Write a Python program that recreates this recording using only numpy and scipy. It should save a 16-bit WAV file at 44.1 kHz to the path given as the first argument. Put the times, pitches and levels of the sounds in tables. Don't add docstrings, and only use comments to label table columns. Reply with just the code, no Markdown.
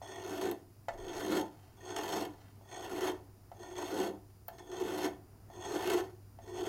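import sys
import numpy as np
from scipy import signal
from scipy.fft import rfft, irfft, next_fast_len
from scipy.io import wavfile
from scipy.ndimage import uniform_filter1d, map_coordinates

SR = 44100
rng = np.random.default_rng(int(sys.argv[2]) if len(sys.argv) > 2 else 0)


def pcm_store(signal):
    levels = np.round(np.clip(np.atleast_2d(signal), -1, 1) * 32767)
    wavfile.write(sys.argv[1], SR, levels.astype(np.int16).T)


def ratio_of_db(decibels):
    return 10 ** (np.asarray(decibels, float) / 20)


N = 294588
T = np.arange(N) / SR

# frequency in Hz, density in dB per Hz.
RUMBLE_SPECTRUM = [(12, -57), (20, -3), (65, 11), (90, -3), (120, -66), (200, -120)]
BUMP_SPECTRUM = [(12, -12), (27, 0), (45, -14), (80, -40), (150, -120)]
# frequency in Hz, density in dB per Hz.
AIR_SPECTRUM = [(53, -13), (90, -2.5), (117, -2.5), (153, -10.5), (390, -14), (539, -24.5), (662, -19.5),
                (3000, -38), (3900, -74), (6600, -120)]
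HISS_SPECTRUM = [(1500, -32), (2500, -10.5), (4500, -3.5), (4700, 0.5), (8900, -8.5), (9100, 0.5),
                 (13000, -6), (13200, -1), (15800, -3)]
# frequency in Hz, level in dB.
WHINE_LINES = [(4877, -93), (5626, -94), (6751, -93), (7127, -90), (9372, -96), (13501, -94), (13878, -92),
               (14250, -86), (14626, -92)]
# frequency in Hz, decay by 60 dB in seconds.
ROOM_DECAY = [(200, 0.39), (1000, 0.34), (4000, 0.17), (14000, 0.14)]
# frequency in Hz, width in Hz.
WORK_DIPS = [(1620, 110), (3920, 160), (4800, 200), (6800, 110)]

ROCK_HZ = [170, 208, 285, 308, 533]
PIN_HZ = [342, 371, 398, 430]
BENCH_HZ = [590, 666, 700, 764, 831, 887, 984, 1048]
FILE_HZ = [1260, 1390, 1517, 1770, 1830, 1965, 2185, 2600, 2810, 3120, 3375, 3620, 4200, 4500, 5300, 5600,
           5980, 6478, 6940, 7300, 7770, 8510]
# width in Hz, level in dB.
ROCK_SHAPES = [(40, -21), (20, -7), (22, -3), (14, 3), (20, -7)]
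PIN_SHAPES = [(22, -9), (16, 0), (22, -5), (28, -11)]
BENCH_SHAPES = [(50, -3), (46, 6.5), (38.3, 7.5), (28, 7.5), (29.5, 2), (23.5, 4), (33.6, 2), (44, -1)]
FILE_SHAPES = [(254, -3.5), (60.5, 3), (66, 1), (64, 2), (46, -11.5), (77, -1.5), (54, -3), (157, -6.5),
               (88, -5.5), (101, -2.5), (93, -16.5), (97, -5.5), (212, -7), (141, -5.5), (480, -11.5),
               (198, -11), (160, -11), (169, -17.5), (151, -10.5), (120, -15), (141, -12.5), (260, -27.5)]
# frequency in Hz, width in Hz, level in dB.
TIP_MODES = [(1830, 80, 0), (6478, 160, -4), (3375, 100, -5), (8510, 140, -13)]
CHIP_MODES = [(9370, 260, -3), (10660, 770, -2), (12100, 1260, -1.5), (12920, 1360, 2), (14200, 1500, -8),
              (16150, 320, 1)]

# start in seconds, level in dB.
TICKS = [(.5135, -30), (.8834, -44), (2.252, -42), (4.4825, -28), (4.584, -50)]
# start in seconds, peak in dB, bench knock in dB over the peak,
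# low clank in dB over the peak.
TAPS = [(0.0164, -49.5, 11, -1), (0.884, -24, -2, 14), (2.6114, -68, 18, -7), (3.5159, -43, 3.5, 10),
        (4.4839, -30.5, -5.5, -30), (4.5831, -33, -33, -14), (5.5004, -49, 2, -10), (6.3879, -47, 2, 12)]
# time in seconds, bite in dB.
BITE = [
    [(0.02, -56.5), (0.102, -52.5), (0.17, -56), (0.366, -44), (0.392, -51), (0.418, -43.5), (0.519, -51.5)],
    [(0.93, -62.5), (0.97, -76), (0.98, -62), (1.206, -44), (1.212, -48.5), (1.374, -39.5), (1.418, -48.5)],
    [(1.77, -72.5), (1.89, -49), (1.954, -53), (1.964, -35), (1.972, -45), (2.202, -41), (2.26, -52)],
    [(2.6, -90.5), (2.708, -54), (2.714, -54.5), (2.85, -47), (2.862, -54), (3.082, -39), (3.119, -51.5)],
    [(3.55, -74.5), (3.63, -56.5), (3.742, -59), (3.79, -44), (3.81, -47.5), (4.066, -44), (4.11, -60)],
    [(4.53, -63.5), (4.578, -74), (4.584, -58), (4.652, -72), (4.722, -52.5), (5.062, -40.5),
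     (5.092, -53.5)],
    [(5.49, -80), (5.508, -65.5), (5.672, -47.5), (5.85, -42), (5.88, -39), (6.002, -43), (6.01, -48)],
    [(6.42, -70), (6.464, -66), (6.488, -57), (6.514, -61.5), (6.598, -46), (6.604, -51), (6.68, -45.5)],
]
# time in seconds, weight in dB.
WEIGHT = [
    [(0.02, -54), (0.35, -36.5), (0.412, -42), (0.434, -34.5), (0.512, -35.5), (0.519, -46.5)],
    [(0.93, -52.5), (1.038, -41), (1.25, -39), (1.306, -28.5), (1.392, -34.5), (1.418, -48)],
    [(1.77, -60), (1.836, -48), (1.978, -38.5), (2.144, -35.5), (2.214, -32), (2.26, -44)],
    [(2.6, -87), (2.616, -65), (2.802, -43), (2.956, -38), (3.002, -33), (3.119, -37.5)],
    [(3.55, -56.5), (3.808, -40.5), (3.874, -46), (3.926, -31), (4.066, -38), (4.11, -42.5)],
    [(4.53, -52.5), (4.656, -52), (4.702, -45), (4.822, -35), (5.062, -35.5), (5.092, -43)],
    [(5.49, -90), (5.518, -54.5), (5.758, -31), (5.782, -40), (5.916, -26.5), (6.01, -32)],
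    [(6.42, -59), (6.466, -49), (6.486, -46.5), (6.57, -43), (6.586, -37), (6.68, -34.5)],
]
# time in seconds, lean of the hand just before in dB.
LIFTS = [(0.517, 5), (1.418, 9.5), (2.262, 6), (3.117, -2.5), (4.11, 5.5), (5.092, 3), (6.008, -7),
         (6.9, -1)]
# middle in seconds, half length in seconds, bite in dB.
GRAZES = [(1.64, 0.24, -60.5), (2.425, 0.22, -59.5), (4.3, 0.022, -66)]
# time in seconds, peak in dB.
CATCHES = [(0.0732, -41), (0.2374, -38), (0.411, -33), (0.5132, -32), (0.9767, -47), (1.043, -42),
           (1.0819, -38), (1.1318, -35), (1.1974, -36), (1.2814, -32), (1.8911, -37), (1.9634, -26),
           (2.0333, -31), (2.0792, -30), (2.2503, -34), (2.7132, -40), (2.8429, -39), (2.8953, -37),
           (3.0081, -29), (3.5927, -47), (3.7095, -44), (3.7539, -39), (3.9744, -36), (4.7152, -40),
           (4.8, -37), (4.9751, -35), (5.5294, -49), (5.7194, -35), (5.8975, -27), (6.4757, -45)]

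TOUCH_S, LIFT_S, SETTLE_S = 0.03, 0.008, 0.2


def unit(x):
    return x / np.sqrt(np.mean(x ** 2) + 1e-20)


def decay(t, t60):
    return ratio_of_db(-60 * t / t60)


def along(points, hz):
    f, v = np.transpose(points)
    return np.interp(np.log(hz + 1), np.log(f + 1), v)


def wobble(rate):
    knots = rng.standard_normal(int(N * rate / SR) + 4)
    return map_coordinates(knots, [T * rate])


def filtered(x, response):
    m = next_fast_len(N + SR // 2)
    return irfft(rfft(x, m) * response(np.fft.rfftfreq(m, 1 / SR)), m)[:N]


def noise(spectrum):
    return unit(filtered(rng.standard_normal(N), lambda hz: ratio_of_db(along(spectrum, hz))))


def rumble():
    start_db, grows_db_per_s, sway_db = -70.5, 0.88, -1.5
    ground = ratio_of_db(start_db + grows_db_per_s * T + sway_db * wobble(4)) * noise(RUMBLE_SPECTRUM)
    bump_s, bump_db, rise_s, fall_s = 1.03, -52, 0.12, 0.2
    bump = ratio_of_db(bump_db - 15 * np.maximum((bump_s - T) / rise_s, (T - bump_s) / fall_s))
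    return ground + bump * noise(BUMP_SPECTRUM)


def air(swell_db):
    breath = ratio_of_db(-61.2 + 0.3 * swell_db + 0.88 * wobble(1.76))
    return breath * noise(AIR_SPECTRUM) + ratio_of_db(-71.5) * noise(HISS_SPECTRUM)


def hum(swell_db):
    level_db, wander_rad = -58.7, 1.25 * 0.13
    phase = 2 * np.pi * 100 * T + wander_rad * wobble(13)
    return ratio_of_db(level_db + swell_db + 1.34 * wobble(6)) * np.sin(phase)


def whine():
    return sum(ratio_of_db(db + 3) * np.sin(2 * np.pi * hz * T) for hz, db in WHINE_LINES)


def background():
    middle_s, peak_db, half_width_s = 6, 4.5, 0.7
    swell_db = peak_db * np.exp(-((T - middle_s) / half_width_s) ** 2)
    return rumble() + air(swell_db) + hum(swell_db) + whine()


def room(x):
    hz, t, z = signal.stft(rng.standard_normal(SR // 2), SR, nperseg=256)
    t60 = along(ROOM_DECAY, hz)[:, None]
    tail = signal.istft(z * decay(t, t60), SR, nperseg=256)[1]
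    return signal.fftconvolve(np.pad(x, (200, 0)), tail / np.linalg.norm(tail))[:N]


def dipped(f):
    dips = [(c * c - f * f + 0.2j * f * w) / (c * c - f * f + 1j * f * w) for c, w in WORK_DIPS]
    return np.prod(dips, axis=0)


def body(modes, sign=-1):
    def shape(f):
        return sum(sign ** k * ratio_of_db(db) * 1j * f * w / (c * c - f * f + 1j * f * w)
                   for k, (c, w, db) in enumerate(modes))

    norm = np.sqrt(np.mean(np.abs(shape(np.linspace(0, SR / 2, num=8192))) ** 2))
    return lambda f: shape(f) / norm


def modes(hz, shapes, sign=-1):
    return body(np.column_stack([hz, shapes]), sign)


def ticks():
    t = np.arange(SR // 10) / SR
    edge = np.zeros(N + SR)
    for s, db in TICKS:
        burst = (decay(t, 0.004) + 0.015 * decay(t, 0.1)) * rng.standard_normal(len(t))
        edge[round(s * SR):][:len(t)] += ratio_of_db(db + 5) * (burst + 2 * (t == 0))
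    bright = body([(13300, 7000, 0)])
    return filtered(edge[:N], lambda f: bright(f) ** 2 / 2)


def taps():
    t = np.arange(SR // 8) / SR
    knock, clank, ring = np.zeros((3, N + SR))
    for s, db, knock_db, clank_db in TAPS:
        at = slice(round(s * SR), round(s * SR) + len(t))
        rattle = rng.standard_normal((3, len(t)))
        thump = 4 * decay(t, 0.0007) + (0.5 * decay(t, 0.03) + 0.3 * decay(t, 0.33)) * rattle[0]
        knock[at] += ratio_of_db(db + knock_db + 4) * thump
        clank[at] += ratio_of_db(db + clank_db - 19.5) * (5 * (t == 0) + 0.71 * decay(t, 0.051) * rattle[1])
        ring[at] += ratio_of_db(db - 12) * (6 * (t == 0) + (decay(t, 0.018) + 0.23 * decay(t, 0.18)) * rattle[2])
    soft = filtered(knock[:N], body([(830, 380, 0)])) / 8
    wood = filtered(soft, modes(BENCH_HZ, BENCH_SHAPES, 0.61))
    wood += 0.15 * filtered(soft, modes(PIN_HZ, PIN_SHAPES))
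    low_steel = filtered(clank[:N], modes(FILE_HZ[:7], FILE_SHAPES[:7]))
    return wood + low_steel + filtered(ring[:N], modes(FILE_HZ, FILE_SHAPES))


def effort(strokes):
    off_db = -120
    rows = []
    for stroke in strokes:
        start_s = stroke[0][0] - TOUCH_S
        end_s, end_db = stroke[-1][0] + SETTLE_S, stroke[-1][1]
        rows.append([(start_s, off_db), *stroke, (end_s, end_db), (end_s + LIFT_S, off_db)])
    return np.interp(T, *np.vstack(rows).T)


def contact(drop_db, fade_db):
    after_s = [0, LIFT_S, SETTLE_S, SETTLE_S + 2 * LIFT_S, SETTLE_S + 3 * LIFT_S]
    fall_db = [0, drop_db, drop_db + fade_db, drop_db + fade_db, 0]
    return sum(np.interp(T - s, after_s, fall_db) for s, _ in LIFTS)


def lean():
    around_s = [-0.29, 0.0076, -0.098, 0.22]
    return sum(lean_db * np.interp(T - s, around_s, [0, 1, 1, 0]) for s, lean_db in LIFTS)


def level(full_db, by_bite, by_weight, early_db, stop):
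    lifts = np.array(LIFTS)[:, 0]
    to_lift = T - lifts[np.searchsorted(lifts + SETTLE_S, T)]
    early = np.interp(to_lift, (-0.37, -0.22), [1, 0])
    full_bite_db, full_weight_db = -45, -37
    db = by_bite * (effort(BITE) - full_bite_db) + by_weight * (effort(WEIGHT) - full_weight_db)
    return ratio_of_db(full_db + db + early_db * early + contact(*stop))


def bites(rate, spread_db, grind):
    hit = rng.random(N) < rate / SR
    size = ratio_of_db(spread_db * np.minimum(rng.exponential(size=N), 3)) * rng.standard_normal(N)
    return unit(unit(hit * size) + grind * rng.standard_normal(N))


def catching(life_s):
    snap = np.zeros(N)
    s, db = np.transpose(CATCHES)
    at = (s * SR).astype(int)
    snap[at] = np.minimum(ratio_of_db(db - effort(BITE)[at] - 14), 2.2)

    def fall(x):
        return signal.lfilter([1], [1, -np.exp(-1 / (life_s * SR))], x)

    stick = np.roll(fall(snap[::-1])[::-1], -1)
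    return stick, snap, fall(snap)


def travelling(x, patchy_db):
    z = signal.stft(x, nperseg=256)[2]
    field = uniform_filter1d(rng.standard_normal(z.shape), size=4, axis=0)
    field = uniform_filter1d(field, size=24, axis=1)
    return signal.istft(z * ratio_of_db(patchy_db * unit(field)), nperseg=256)[1][:N]


def filing():
    # drop as the file lifts in dB, further fade while settling in dB
    pin_stop, wood_stop, steel_stop = (-3.5, -58.5), (-1.5, -49), (-7.5, -34)
    force = bites(rate=4500, spread_db=2.5, grind=0.67) * ratio_of_db(0.17 * wobble(30) + 2.1 * wobble(160))
    stick, snap, tear = catching(life_s=0.006)
    force = force / (1 + 1.2 * stick)
    rasp = unit(force)
    graze = sum(ratio_of_db(db - 20 * np.abs(T - s) / half_s) for s, half_s, db in GRAZES)

    rock = level(-41, by_bite=-0.05, by_weight=0.88, early_db=-4.5, stop=pin_stop)
    pin = filtered(rock * ratio_of_db(lean()) * rasp, modes(ROCK_HZ, ROCK_SHAPES))
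    thrum = level(-33.5, by_bite=0.14, by_weight=1.02, early_db=2.3, stop=pin_stop)
    pin += filtered(thrum * unit(force * (1 + 1.9 * tear)), modes(PIN_HZ, PIN_SHAPES))

    knock = level(-39, by_bite=0.88, by_weight=-0.04, early_db=0.4, stop=wood_stop) + 0.79 * graze
    bench_force = unit(force * (1 + 0.15 * tear)) + 12 * snap
    bench = filtered(knock * bench_force, modes(BENCH_HZ, BENCH_SHAPES))

    ring = level(-40, by_bite=0.9464, by_weight=0.27, early_db=1, stop=steel_stop) + graze
    steel_force = rasp * (0.77 + 0.51 * tear) + 14 * snap
    steel = filtered(ring * steel_force, modes(FILE_HZ, FILE_SHAPES))
    tip = level(-49, by_bite=0.9, by_weight=0.01, early_db=8, stop=steel_stop)
    steel += filtered(tip * rasp, body(TIP_MODES))

    fizz = level(-54, by_bite=0.87, by_weight=0.14, early_db=-7, stop=steel_stop)
    chips = filtered(fizz * rasp * (1.19 + 1.8 * tear), body(CHIP_MODES))
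    return pin + travelling(bench, 0.5) + travelling(steel, 1.5) + travelling(chips, 0.4)


def scene():
    work = filtered(filing() + taps(), dipped)
    edge = ticks()
    direct = ratio_of_db(-6.0) * (work + edge)
    reverberation = ratio_of_db(-15.5) * room(work + 0.57 * edge)
    return (direct + reverberation + background())[None]


def top_cut(x):
    return signal.sosfilt(signal.butter(12, 16810, fs=SR, output="sos"), x)


def record(dry):
    top_hz = 15830
    mix = filtered(dry[0], lambda hz: hz < top_hz)[None]
    return top_cut(mix)


dry = scene()
out = record(dry)
pcm_store(out)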